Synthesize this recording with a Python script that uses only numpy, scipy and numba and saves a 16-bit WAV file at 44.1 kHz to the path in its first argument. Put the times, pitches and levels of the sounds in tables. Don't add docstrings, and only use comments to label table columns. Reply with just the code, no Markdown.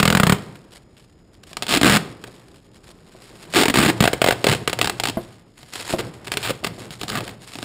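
import sys
import numpy as np
from scipy import signal
from scipy.fft import rfft, irfft
from scipy.io import wavfile
from scipy.ndimage import uniform_filter1d
from numba import njit

SR = 44100
rng = np.random.default_rng(int(sys.argv[2]) if len(sys.argv) > 2 else 0)


def digitize_waveform(pressure):
    field = np.atleast_2d(pressure).T
    bounded = np.clip(field, -1, 1)
    quanta = np.round(bounded * 32767).astype(np.int16)
    wavfile.write(sys.argv[1], SR, quanta)


N = 336924

FILM_BAND_HZ = (350, 7500)


def undb(db):
    return 10 ** (np.asarray(db) / 20)


def level(x, db):
    return x * undb(db) / np.sqrt(np.mean(x ** 2))


def band(x, lo_hz, hi_hz):
    sos = signal.butter(2, [lo_hz, min(hi_hz, .45 * SR)], "band", fs=SR, output="sos")
    return signal.sosfilt(sos, x)


def resonate(x, hz, width):
    return signal.lfilter(*signal.iirpeak(hz, hz / width, fs=SR), x)


def ring(x, modes):
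    out = 0
    for hz, db, t60 in modes:
        pole = np.exp(2j * np.pi * hz / SR - np.log(1000) / (t60 * SR))
        out = out + undb(db) * signal.lfilter([1], [1, -pole], x).imag
    return out


def add(track, s, piece):
    i = int(s * SR)
    track[i:i + len(piece)] += piece[:N - i]


def walk(rate):
    hold = int(SR / rate)
    steps = np.repeat(rng.standard_normal(N // hold + 1), hold)
    return 0.76 * uniform_filter1d(steps, hold)[:N]


# frequency in Hz, rms level in dB.
WHINE_TONES = [(5039, -75), (5087, -80), (6912, -88.5), (6961, -75)]


def electronic_whine():
    time = np.arange(N) / SR
    return sum(np.sqrt(2) * undb(db) * np.sin(2 * np.pi * hz * time) for hz, db in WHINE_TONES)


# frequency in Hz, relative spectral density in dB per Hz.
AIR_SPECTRUM = [(15, -48), (25, 27.5), (140, 22.5), (368, 16.5), (1020, -4.5), (2060, -18), (4260, -70),
                (5140, -35.5), (6050, -16), (6920, -30), (15500, -36.5)]
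AIR_DB = -51


def room_hum():
    hz, db = np.transpose(AIR_SPECTRUM)
    grid = np.maximum(np.fft.rfftfreq(N, 1 / SR), 1)
    shape = undb(np.interp(np.log(grid), np.log(hz), db))
    air = irfft(rfft(rng.standard_normal(N)) * shape, N)
    return level(air, AIR_DB) * undb(0.63 * walk(8.8))


SETTLE_CRINKLE_DB, SETTLE_RUMBLE_DB, SETTLE_SWAY_DB = -41, -31.5, -34.5
SETTLE_CRINKLE_T60_S, SETTLE_SHEET_T60_S = 0.78, 0.63


def settling(rows, db, t60):
    power = np.zeros(N)
    for s, slip_db, _ in rows:
        add(power, s, np.array([undb(2 * (slip_db + db))]))
    decay = np.exp(-2 * np.log(1000) / (t60 * SR))
    return np.sqrt(signal.lfilter([1], [1, -decay], power))


# start in seconds, end in seconds, crinkle level in dB.
RUSTLE_SPANS = [(0.56, 0.548, -31), (0.707, 0.785, -47), (0.825, 0.837, -56), (0.97, 1.057, -60),
                (1.331, 1.379, -59), (1.434, 1.438, -45), (1.467, 1.526, -48.5), (2.266, 2.286, -49),
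                (2.55, 2.6, -62), (2.734, 2.783, -52), (2.834, 2.922, -49), (3.073, 3.312, -55),
                (3.392, 3.458, -51), (3.502, 3.555, -41), (5.212, 5.365, -57), (5.575, 5.643, -46.5),
                (5.732, 5.798, -36), (5.863, 5.949, -31), (6.036, 6.073, -53), (6.248, 6.28, -42),
                (6.317, 6.348, -32), (6.377, 6.434, -42), (6.71, 6.732, -49), (6.784, 6.856, -49),
                (6.903, 6.955, -41), (6.997, 7.049, -39), (7.078, 7.106, -35.5), (7.248, 7.316, -59),
                (7.405, 7.654, -43)]


def crinkling(rows, steady):
    strength = steady + settling(rows, SETTLE_CRINKLE_DB, SETTLE_CRINKLE_T60_S)
    time = np.arange(N) / SR
    brushed = sum(undb(db) * ((time > start) & (time < end)) for start, end, db in RUSTLE_SPANS)
    chance = 600 / SR * undb(4.5 * walk(60))
    size = undb(4.0 * np.minimum(rng.exponential(size=N), 3.5))
    snaps = (rng.random(N) < chance) * size
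    smear = np.exp(-np.arange(SR // 100) / (0.0016 * SR))
    grain = rng.standard_normal(N) * (signal.fftconvolve(snaps, smear)[:N] + 0.75)
    crinkle = level(band(grain, *FILM_BAND_HZ), 0)
    return (strength + uniform_filter1d(brushed, SR // 100)) * crinkle


# frequency in Hz, width of the first filter in Hz, relative level in dB.
FLEX_MODES = [(66.4, 29, -6), (169, 80, 11), (301, 260, 11.5), (640, 1100, 2.5)]
SWAY_HZ, SWAY_WIDTH_HZ = 117, 21.6
SWAY_DB = -4.5
LEANS_S, LEAN_DB = 3.97, 5


def rumbling(rows, moved):
    time = np.arange(N) / SR
    shake = moved + settling(rows, SETTLE_RUMBLE_DB, SETTLE_SHEET_T60_S)
    sway = undb(SWAY_DB) * moved + settling(rows, SETTLE_SWAY_DB, SETTLE_SHEET_T60_S)
    sway = sway * undb(LEAN_DB * (time > LEANS_S))
    shove = rng.standard_normal(N) * undb(2.5 * walk(30))
    flexing = sum(level(resonate(resonate(shove, hz, width), hz, 2 * width), db)
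                  for hz, width, db in FLEX_MODES)
    lowest = resonate(shove, SWAY_HZ, SWAY_WIDTH_HZ)
    return shake * level(flexing, 0) + sway * level(lowest, 0)


# time in seconds, crinkle level in dB, sheet rumble level in dB.
HAND_LEVELS = [(0, -57, -29), (.75, -69.5, -55), (1.099, -65.5, -59), (1.501, -69, -55), (2.2, -78, -49),
               (2.29, -52.5, -45.5), (2.6, -61.5, -57.5), (2.9, -63, -53), (3.2, -56, -48.5),
               (3.5, -50.5, -47), (5.3, -58.5, -49), (5.499, -66, -61), (5.8, -36, -60),
               (5.97, -43.5, -40.5), (6.22, -61, -45), (6.45, -40, -63), (6.6, -64, -56),
               (6.85, -47.5, -40), (6.98, -51, -51), (7.2, -45, -38.5), (7.46, -63, -58), (7.64, -56, -44)]


def handling(rows):
    s, *columns = np.transpose(HAND_LEVELS)
    time = np.arange(N) / SR
    steady, moved = (undb(np.interp(time, s, column)) for column in columns)
    return crinkling(rows, steady) + rumbling(rows, moved)


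# frequency in Hz, relative level in dB, time to fall 60 dB in seconds.
BASKET_MODES = [(121.1, -35, .12), (246, 1.5, 0.047), (361, 0, 0.091), (536, 1.5, 0.029), (650, 4, 0.029),
                (1033.5, -10, 0.039)]
# start in seconds, relative blow level in dB, rattle level against the blow in dB.
BASKET_KNOCKS = [(1.514, -36, -40), (2.28, -32, -57), (2.89, -35.5, -36), (3.15, -35, -40),
                 (5.1716, -11, -20.5), (5.9376, -9.5, -23), (6.071, -31, -30), (6.632, -23.5, -40),
                 (6.78, -30, -40)]


def knocks():
    blow, rattle, thud = np.zeros((3, N))
    contact = np.hanning(16)
    chatter = np.exp(-np.arange(SR // 15) / (0.02 * SR))
    noises = rng.standard_normal((len(BASKET_KNOCKS), len(chatter)))
    for (s, db, rattle_db), noise in zip(BASKET_KNOCKS, noises):
        add(blow, s, undb(db) * contact / contact.sum())
        add(blow, s, undb(db - 29) * noise * chatter)
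        add(thud, s, undb(db) * noise * (chatter ** 2 + .1 * chatter ** .3))
        add(rattle, s, undb(db + rattle_db) * noise * chatter)
    body = undb(-9) * ring(blow, BASKET_MODES)
    dull = undb(-5) * band(thud, 220.1, 948.4)
    return body + dull + band(rattle, 10500, 13500)


# start in seconds, relative crack level in dB, thump pitch in Hz.
SINGLE_SLIPS = [(.0005, -5, 196), (.0285, -4.5, 181), (.0537, -4.5, 187), (.0773, -3, 188),
                (.1019, -5, 190), (.1258, -6.5, 204), (.1498, -3.5, 199), (.1715, -5.5, 192),
                (.1989, -3.5, 196), (.2329, -4.5, 187), (.2679, -5.5, 176), (.2959, -5, 180),
                (.3223, -5, 180), (.3449, -23, 139), (.555, -34.5, 296), (.968, -44, 302),
                (1.436, -33.5, 300), (1.5313, -26.5, 174), (1.5695, -14.5, 269), (1.6233, -12, 262),
                (1.6318, -18, 310), (1.6406, -29, 264), (1.6668, -18.5, 444), (1.684, -33, 513),
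                (1.6919, -25, 520), (1.7072, -15, 318), (1.7242, -8, 293), (1.7382, -4.5, 404),
                (1.7488, -8, 310), (1.7608, -12.5, 275), (1.7718, -6, 295), (1.8132, -6.5, 280),
                (1.8314, -3, 305), (1.8451, -4, 332), (1.8638, -7.5, 350), (1.8985, -9, 164),
                (1.9223, -9, 162), (1.9358, -8, 162), (1.9509, -8, 172), (1.9688, -5.5, 180),
                (2.2396, -24.5, 454), (2.543, -43.5, 400), (3.355, -40.5, 700), (3.452, -38, 400),
                (3.5379, -12.5, 580), (3.5469, -11, 324), (3.5587, -13, 318), (3.6226, -22, 720),
                (3.6336, -5, 660), (3.6555, -6, 428.6), (3.6819, -6.5, 282), (3.6988, -8, 257),
                (3.7404, -9, 375), (3.7566, -7, 384), (3.7721, -9, 370), (3.7861, -5.5, 216),
                (3.8348, -9.5, 327), (3.8492, -10.5, 377), (3.8604, -8.5, 206), (4.0047, -4.5, 183),
                (4.0244, -9, 230), (4.039, -5, 720), (4.0538, -8, 673), (4.0756, -5, 710),
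                (4.1316, -10, 483), (4.2168, -3.5, 645), (4.2418, -6, 645), (4.262, -9, 610),
                (4.2735, -10, 750), (4.2855, -4, 520), (4.3078, -6.5, 724), (4.3236, -11.5, 720),
                (4.4424, -4.5, 555.5), (4.4677, -2.5, 487), (4.487, -9.5, 141), (4.4968, -9.5, 145.6),
                (4.5149, -10.5, 146), (4.5271, -9, 416), (4.5349, -13, 750), (4.5488, -15.5, 470),
                (4.676, -5.5, 456), (4.6967, -14.5, 413), (4.7301, -10.5, 520), (4.7894, -11.5, 480),
                (4.8134, -3.5, 705), (4.8277, -14.5, 330), (4.8444, -9.5, 840), (4.8559, -15, 157),
                (4.8731, -9.5, 780), (4.8968, -9.5, 730), (4.999, -9.5, 770), (5.0362, -9, 760),
                (5.0544, -11, 784), (5.0725, -14, 760), (5.0856, -13.5, 300), (5.0971, -15.5, 300),
                (5.6305, -30, 145), (5.7559, -19, 408), (5.7784, -25, 686), (5.8014, -20.5, 476),
                (5.8128, -24, 311.5), (5.8947, -18, 424), (5.9046, -16, 398.4), (5.9266, -16.5, 309.6),
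                (6.272, -21, 403), (6.2803, -21.5, 474), (6.3185, -8.5, 740), (6.3384, -15, 155.1),
                (6.3714, -8, 729.6), (6.4549, -17, 680.7), (6.4622, -17, 726.5), (6.4733, -17, 715),
                (6.6454, -10, 399.4), (6.9064, -21.5, 143), (7.0138, -15.5, 416), (7.0328, -14.5, 301),
                (7.0816, -15.5, 180), (7.0914, -16, 151.2), (7.1002, -11, 762), (7.1538, -13.5, 251.7),
                (7.1736, -13, 299), (7.1862, -17.5, 342), (7.2061, -19, 337), (7.2783, -19.5, 716),
                (7.2926, -23.5, 410), (7.5359, -34, 150), (7.5549, -19.5, 284), (7.5871, -19.5, 373),
                (7.6276, -16.5, 267)]
# start in seconds, end in seconds,
# nominal slips per second, central relative crack level in dB, central thump pitch in Hz.
SLIP_RUNS = [(1.682, 1.781, 233, -16, 320), (1.856, 1.963, 181, -10.5, 206), (3.552, 3.623, 306, -11, 360),
             (3.745, 3.894, 140, -16, 321), (3.801, 3.829, 86, -7, 319.7), (3.879, 3.901, 75, -9, 332),
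             (4.468, 4.543, 166, -16, 427), (5.986, 6.012, 273, -21, 425), (6.429, 6.452, 386, -20.5, 627),
             (6.484, 6.506, 201, -15.5, 480), (6.638, 6.646, 300, -22.5, 293),
             (6.666, 6.673, 230, -17.5, 185), (7.112, 7.188, 187, -20.5, 240)]


def peel():
    rows = list(SINGLE_SLIPS)
    chances = rng.standard_normal((len(SLIP_RUNS), 3, 60))
    for (start, end, rate, db, hz), (pace, force, pitch) in zip(SLIP_RUNS, chances):
        steps = np.exp(.3 * pace)
        times = start + (np.cumsum(steps) - steps[0]) / rate
        for s, a, b in zip(times, force, pitch):
            if s < end:
                rows.append((s, db + 2.5 * a, hz * np.exp(.12 * b)))
    return rows


def bright(x):
    return resonate(x, 6900, 3000) + undb(-10) * band(x, 11150, 15000)


def tearing(noise, t, tear_ms):
    spike_gain, spike_from = 1.96, 1.73
    spiked = noise + spike_gain * np.maximum(noise - spike_from, 0) ** 2
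    decay = np.exp(-1000 * t / max(tear_ms, .3)) + 0.061 * np.exp(-t / 0.017)
    return spiked * decay * (1 - np.exp(-t / 0.00097))


def film_swing(hz, t):
    swing = np.sin(2 * np.pi * hz * t) * (np.exp(-t * hz / 0.39) + 0.47 * np.exp(-t * hz / 2.48))
    return swing + 0.28 * np.sin(2 * np.pi * 2.18 * hz * t) * np.exp(-t * hz / 0.79)


# frequency in Hz, relative level in dB, time to fall 60 dB in seconds.
SHEET_MODES = [(113.3, -13.5, 0.051), (434, -10.5, 0.069), (742.5, -9.5, 0.099), (937, -8.5, 0.05),
               (1268, 0.5, 0.019), (1675, 7.5, 0.0065)]
# time in seconds, crack centre in Hz,
# relative thump level against the crack in dB, tearing decay constant in ms (at least 0.3),
# uncoloured share of the crack from 0 to 1.
FILM_STATE = [(0, 1800, -3.5, 3.5, 0.43), (.15, 1370, -2.5, 2.74, 0.42), (0.331, 1435, 2, 5.1, 0.24),
              (1.57, 3350, -26.5, 1.8, 0.62), (1.7, 2900, -11.5, 2.5, 0.49), (1.85, 1760, -0.5, 3.4, 0.37),
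              (1.97, 1900, -8.5, 3.1, 0.4), (3.54, 2130, -5.5, 2.95, 0.38), (3.8, 1852, -0.5, 4.8, .35),
              (4.05, 1900, 2.5, 4.3, 0.31), (4.28, 1950, 2, 3.7, 0.27), (4.5, 1927, -3, 2.7, 0.47),
              (4.8, 2252, -7, 2.82, 0.44), (5.051, 3040, -4, 2.95, 0.52), (5.8, 2950, -12.5, 1.4, .2),
              (5.97, 2005, -2.5, 1.9, 0.25), (6.35, 2376, -12.5, 2.3, 0.43), (6.439, 2391, -32, 4.2, 0.23),
              (6.5, 1980, 0.5, 4, 0.3), (6.66, 2230, -8, 3.6, 0.28), (7.02, 2980, -10, 2.5, 0.08),
              (7.095, 4300, -18, 1.74, 0.15), (7.13, 1304, -8, 3.2, 0.23), (7.2, 1990, -10, 2.6, 0.21),
              (7.6, 2538, -7.5, 1.24, 0.23)]
CRACK_WIDTH = 1.0
SLIP_TREBLE_DB = -7.5
PING_DB, PING_WIDTH, PING_SCATTER = -13.5, 0.062, 0.19


def slips(rows):
    crack, treble, thump, push = np.zeros((4, N))
    t = np.arange(SR // 10) / SR
    state_s, *states = np.transpose(FILM_STATE)
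    noises = rng.standard_normal((len(rows), len(t)))
    for (s, db, hz), noise in zip(rows, noises):
        crack_hz, thump_db, tear_ms, plain = (np.interp(s, state_s, column) for column in states)
        tear = tearing(noise, t, tear_ms)
        add(treble, s, undb(db + SLIP_TREBLE_DB) * tear)
        add(tear, .0003, np.array([5.5]))
        coloured = resonate(tear, crack_hz, CRACK_WIDTH * crack_hz) * np.sqrt(2500 / crack_hz)
        add(crack, s, undb(db) * (coloured + max(plain, 0) * tear))
        ping_hz = crack_hz * np.exp(PING_SCATTER * noise[0])
        add(crack, s, undb(db + PING_DB) * resonate(tear, ping_hz, PING_WIDTH * ping_hz))
        add(push, s, undb(db) * tear[:SR // 500])
        add(thump, s + 0.00176, undb(db + thump_db) * film_swing(hz, t))
    cracks = undb(4) * band(crack, *FILM_BAND_HZ) + undb(5.5) * bright(treble)
    thumps = -undb(2.5) * band(thump, 73, 3400)
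    return cracks + thumps + undb(-28) * ring(push, SHEET_MODES)


@njit
def walls(x, lags, gain, damp):
    line, soft, out = np.zeros((8, 4096)), np.zeros(8), np.zeros(len(x))
    for i in range(len(x)):
        total = 0.
        for k in range(8):
            soft[k] += (1 - damp) * (gain[k] * line[k, (i - lags[k]) & 4095] - soft[k])
            total += soft[k]
            out[i] += soft[k] * (1 - 2 * (k % 2))
        for k in range(8):
            line[k, i & 4095] = x[i] + soft[k] - total / 4
    return out


ROOM_T60_S, ROOM_DAMP, ROOM_DB = .45, 0.11, -25.5


def scene():
    rows = peel()
    near = slips(rows) + knocks() + handling(rows)
    lags = np.array([331, 487, 641, 839, 1063, 1327, 1601, 1973])
    gain = undb(-60 * lags / SR / ROOM_T60_S)
    room = walls(near, lags, gain, np.clip(ROOM_DAMP, 0, .9))
    mono = near + undb(ROOM_DB) * room + room_hum() + electronic_whine()
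    return np.array([mono, mono])


# centre in Hz, width in Hz, depth from 0 to 1.
PORT_NOTCHES = [(6050, 1200, .93), (12050, 450, .93)]
TOP_HZ = 15500


def record(dry):
    for hz, width, depth in PORT_NOTCHES:
        dry = dry - min(depth, 1) * resonate(dry, hz, width)
    dry = signal.sosfilt(signal.butter(1, 45, "high", fs=SR, output="sos"), dry)
    clipped = .9 * dry / (1 + dry ** 6) ** (1 / 6)
    return signal.sosfilt(signal.ellip(10, .1, 90, TOP_HZ, fs=SR, output="sos"), clipped)


dry = scene()
out = record(dry)
digitize_waveform(out)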